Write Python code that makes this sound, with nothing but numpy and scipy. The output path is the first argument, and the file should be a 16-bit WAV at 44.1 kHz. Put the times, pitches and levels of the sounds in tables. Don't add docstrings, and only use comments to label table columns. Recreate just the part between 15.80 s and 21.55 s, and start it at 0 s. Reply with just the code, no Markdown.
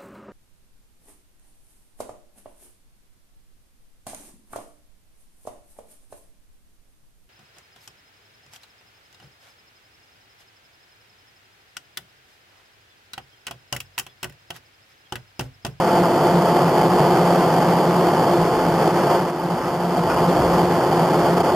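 import sys
import numpy as np
from scipy import signal
from scipy.fft import rfft, irfft
from scipy.io import wavfile
from scipy.ndimage import map_coordinates

SR = 44100
rng = np.random.default_rng(int(sys.argv[2]) if len(sys.argv) > 2 else 0)


def output_pcm(signal):
    pcm = np.clip(np.atleast_2d(signal).T, -1, 1) * 32767
    wavfile.write(sys.argv[1], SR, np.round(pcm).astype(np.int16))


N = 253575


def from_db(db):
    return 10 ** (np.asarray(db) / 20)


def rms_one(x):
    return x / np.sqrt(np.mean(x ** 2) + 1e-20)


def in_time(rows):
    times_s, *columns = np.transpose(rows)
    return [np.interp(np.arange(N) / SR, times_s, column) for column in columns]


def swells(rows):
    t = np.arange(N) / SR
    total_db = np.zeros(N)
    for middle_s, length_s, change_db in rows:
        position = np.clip((t - middle_s) / length_s, -0.5, 0.5)
        total_db += change_db * np.cos(np.pi * position) ** 2
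    return total_db


def drift(rate_hz):
    step = 40
    r = np.exp(-2 * np.pi * rate_hz * step / SR)
    settle = 2000
    noise = rng.standard_normal(N // step + 2 + settle)
    slow = signal.lfilter([1], [1, -2 * r, r * r], noise)[settle:]
    return np.interp(np.arange(N) / step, np.arange(len(slow)), rms_one(slow))


def colour(x, spectrum):
    hz, db = np.transpose(spectrum)
    bins_hz = np.maximum(np.fft.rfftfreq(N, 1 / SR), 1)
    gain = from_db(np.interp(np.log(bins_hz), np.log(hz), db))
    return rms_one(irfft(rfft(x) * gain, N))


# frequency in Hz, relative density in dB per Hz.
WASH_SPECTRUM = [(60, -30), (130, -5), (270, -4), (400, -3.5), (600, 0.5), (800, 1), (1000, -1.5),
                 (1250, -7), (1600, -16.5), (2200, -27.5), (4000, -71)]


def wash(rush_db, level_db=-3.5, churn_db=0.66):
    water = colour(rng.standard_normal(N), WASH_SPECTRUM)
    return water * from_db(rush_db + level_db + churn_db * drift(21))


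# frequency in Hz, relative density in dB per Hz.
FOAM_SPECTRUM = [(600, -20), (1200, 4.5), (1600, -0.5), (2000, -3), (2500, -9.5), (3200, -13.5),
                 (3900, -25), (5200, -18), (6200, -19), (7800, -24), (9800, -16), (10800, -28),
                 (13100, -29), (14000, -30)]
FOAM_DB, FOAM_DB_PER_RUSH_DB = -32, 0.5


def foam(rush_db, fizz_db=1.16, patches_db=0.17, side_db=-13.0):
    hiss_db = FOAM_DB + FOAM_DB_PER_RUSH_DB * (rush_db - rush_db.mean())
    hiss_db = hiss_db + patches_db * drift(5) + fizz_db * drift(25)
    mid, side = (colour(white, FOAM_SPECTRUM) for white in rng.standard_normal((2, N)))
    stereo = mid + from_db(side_db) * side * [[1], [-1]]
    return stereo * from_db(hiss_db)


def roar(resonances):
    out = np.zeros(N)
    for hz, width_hz, db in resonances:
        r = np.exp(-np.pi * width_hz / SR)
        section = [1 - r, 0, r - 1, 1, -2 * r * np.cos(2 * np.pi * hz / SR), r * r]
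        noise = rng.standard_normal(N + SR // 2)
        air = signal.sosfilt([section, section], noise)[-N:]
        out += from_db(db) * rms_one(air)
    return out


def tones(turns, orders, flutter_db, wander_rad, flutter_hz):
    out = np.zeros(N)
    for multiple, db in orders:
        phase = 2 * np.pi * (multiple * turns + rng.random()) + wander_rad * drift(flutter_hz)
        tone = np.sin(phase) * from_db(flutter_db * drift(flutter_hz))
        out += from_db(db) * rms_one(tone)
    return out


# multiple of the firing rate, level in dB re drone.
DRONE_ORDERS = [(2, -5)]
# frequency in Hz, width of one pass in Hz, level in dB re drone.
EXHAUST_MODES = [(169.1, 30.8, 0), (147.5, 52, -6.5)]
# middle in seconds, length in seconds, change in dB.
DRONE_CHANGES = [(0.58, 0.18, 6.5), (1.05, 0.15, 3.5), (1.962, 0.55, 4.5), (2.77, 0.2, -8), (3.6, 0.15, -4),
                 (3.81, 0.1, -6), (4.35, 0.37, -3), (5.4, 0.27, 1), (5.72, 0.36, -7)]
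# multiple of the firing rate, level in dB re rush.
OVERTONE_ORDERS = [(3, -18.5), (4, -9.5), (6, -22), (8, -13.5), (10, -15.5), (12, -21)]
# frequency in Hz, width of one pass in Hz, level in dB re rush.
VENT_MODES = [(232.5, 37, -19.5), (313.3, 27.6, -14.5), (363.1, 37, -10.5), (422, 71, -11.5),
              (510.7, 85, -10), (678, 58, -11.5), (759.4, 39, -13), (856, 53, -12), (929, 33, -18.5),
              (1012, 41, -22.5), (1252, 140, -24.5)]
FIRING_HZ, SPEED_WANDER = 87.5, 0.001615
DRONE_DB = -25.5


def machinery(rush_db, waver_db=0.9):
    turns = np.cumsum(FIRING_HZ * (1 + SPEED_WANDER * drift(1.183))) / SR
    drone = tones(turns, DRONE_ORDERS, flutter_db=2.5, wander_rad=0.18, flutter_hz=4.5)
    drone += roar(EXHAUST_MODES)
    upper = tones(turns, OVERTONE_ORDERS, flutter_db=2.6, wander_rad=0.87, flutter_hz=5.1)
    upper += roar(VENT_MODES)
    drone_db = DRONE_DB + waver_db * drift(2.5) + swells(DRONE_CHANGES)
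    return from_db(drone_db) * drone + from_db(rush_db) * upper


# full strength from in seconds, hold in seconds, rumble before dip in dB.
GUST_EVENTS = [(0.345, 0.06, -41), (1.61, 0.063, -48), (2.44, 0.04, -40), (2.62, 0.38, -37.5),
               (3.77, 0.11, -45), (4.218, 0.24, -35), (4.59, 0.25, -33), (4.89, 0.22, -37),
               (5.42, 0.41, -40)]
# frequency in Hz, relative density in dB per Hz.
BUFFET_SPECTRUM = [(20, -21), (30, -20), (50, 1), (68, 7), (85, 3), (110, 6), (170, -2.5), (400, -53)]
BREEZE_DB, GUST_ATTACK_S, GUST_RELEASE_S = -46, 0.072, 0.062


def wind(lumps_db=1.6):
    power = from_db(BREEZE_DB) ** 2
    for full_s, hold_s, db in GUST_EVENTS:
        end_s = full_s + hold_s
        shape = [(full_s - GUST_ATTACK_S, 0), (full_s, 1), (end_s, 1), (end_s + GUST_RELEASE_S, 0)]
        gust, = in_time(shape)
        power = power + (from_db(db) * gust) ** 2
    rumble = colour(rng.standard_normal(N), BUFFET_SPECTRUM)
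    return rumble * np.sqrt(power) * from_db(lumps_db * drift(10.0))


def ring(click, hz, t60_s):
    r, w = from_db(-60 / (t60_s * SR)), 2 * np.pi * hz / SR
    return signal.lfilter([0, np.sin(w)], [1, -2 * r * np.cos(w), r * r], click + 1e-18)


# time in seconds, strike level in dB, brightness of the ring in dB per octave.
TOUCHES = [(4.299, -21.5, -1), (4.31, -24, -10), (4.323, -32, -4), (4.385, -27, 9)]
# frequency in Hz, level in dB re strike, t60 in seconds.
FITTING_MODES = [(1445, 0, 0.085), (1740, -12, 0.08), (2420, -9.5, 0.045)]
# frequency in Hz, relative density in dB per Hz.
KNOCK_SPECTRUM = [(500, -20), (1100, 2), (2000, -1), (3200, -10), (6000, -30)]
KNOCK_DB, KNOCK_T60_S = -14, 0.057


def fitting():
    out, lowest_hz = np.zeros(N), FITTING_MODES[0][0]
    noise = colour(rng.standard_normal(N), KNOCK_SPECTRUM)
    knock_decay = from_db(-60 / (KNOCK_T60_S * SR))
    for time_s, db, tilt_db in TOUCHES:
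        click = np.zeros(N)
        click[round(time_s * SR)] = from_db(db)
        envelope = signal.lfilter([1], [1, -knock_decay], click + 1e-18)
        out += from_db(KNOCK_DB) * noise * envelope
        for hz, mode_db, t60_s in FITTING_MODES:
            bright_db = tilt_db * np.log2(hz / lowest_hz)
            out += from_db(mode_db + bright_db) * ring(click, hz, t60_s)
    return out


DIP_START_S, DIP_FALL_S, DIP_HOLD_S, DIP_RECOVER_S = 3.351, 0.16, 0.62, 0.18
DIP_DEPTH_DB, DIP_CREEP_DB = -7.5, 3.5


def dip():
    times_s = DIP_START_S + np.cumsum([0, DIP_FALL_S, DIP_HOLD_S, DIP_RECOVER_S])
    levels_db = [0, DIP_DEPTH_DB, DIP_DEPTH_DB + DIP_CREEP_DB, 0]
    return np.interp(np.arange(N) / SR, times_s, levels_db)


# time in seconds, reference level in dB.
RUSH_SURGE = [(0.0, -17), (1.08, -16.5), (1.2, -15.5), (1.7, -16), (2.2, -17.5), (2.35, -16.5),
              (2.55, -17.5), (2.82, -19), (3.03, -18), (3.33, -16.5), (4.3, -19), (4.7, -17), (5.05, -18.5),
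              (5.38, -17), (5.75, -18.5)]
# middle in seconds, length in seconds, change in dB.
RUSH_FLUTTERS = [(0.47, 0.057, 4), (1.09, .05, -4.5), (1.2, 0.066, 1.5), (3.008, 0.055, 3),
                 (3.075, 0.024, 4.5), (3.123, 0.035, -6.5), (3.17, 0.056, 1.5), (3.56, 0.2, -2),
                 (3.715, 0.042, 1), (3.98, 0.11, -3), (4.17, 0.08, 2), (4.275, 0.07, -1), (4.405, 0.08, 1),
                 (4.78, 0.074, 1.5), (4.875, 0.086, -3.5), (5.49, 0.075, 0), (5.555, 0.036, -3.5),
                 (5.578, 0.028, 4.5), (5.606, 0.025, 4), (5.627, 0.022, -8.5), (5.657, 0.028, 2)]
FOAM_DIP_SHARE, WIND_DIP_SHARE = 0.77, 0.32


def scene():
    rush_db = in_time(RUSH_SURGE)[0] + swells(RUSH_FLUTTERS)
    dip_db = dip()
    deck = (wash(rush_db) + machinery(rush_db)) * from_db(dip_db)
    hiss = foam(rush_db) * from_db(FOAM_DIP_SHARE * dip_db)
    rumble = wind() * from_db(WIND_DIP_SHARE * dip_db)
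    return deck + hiss + rumble + fitting()


CLOCK_ERRORS = [(1, 0.64, 1.69, 0.79), (2, 0.54, 0.46, -0.94), (3, 0.27, 0.13, 0.16)]
RIPPLE_HZ = 3897.5


def uneven_clock(x, left_lag_samples=2.04, jitter_samples=0.27):
    n = np.arange(N)
    error = jitter_samples * rng.standard_normal((2, N))
    for multiple, left, right, angle_rad in CLOCK_ERRORS:
        phase = 2 * np.pi * multiple * RIPPLE_HZ * n / SR
        error = error + [left * np.cos(phase + angle_rad), right * np.cos(phase)]
    times = n + error - [[left_lag_samples], [0]]
    sides = [map_coordinates(side, [at], order=3, mode="nearest") for side, at in zip(x, times)]
    return np.stack(sides)


def treble_peak(x, hz=12500, width_hz=650, added_db=3.5):
    r = np.exp(-np.pi * width_hz / SR)
    numerator = np.array([1, 0, -1]) * (1 - r * r) / 2
    denominator = [1, -2 * r * np.cos(2 * np.pi * hz / SR), r * r]
    return x + from_db(added_db) * signal.lfilter(numerator, denominator, x)


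CUTOFF_HZ = 14300


def record(dry, ceiling=0.52):
    rounded = ceiling * np.tanh(dry / ceiling)
    sampled = treble_peak(uneven_clock(rounded))
    low_pass = signal.ellip(10, 0.1, 90, CUTOFF_HZ, fs=SR, output="sos")
    return signal.sosfilt(low_pass, sampled)


dry = scene()
out = record(dry)
output_pcm(out)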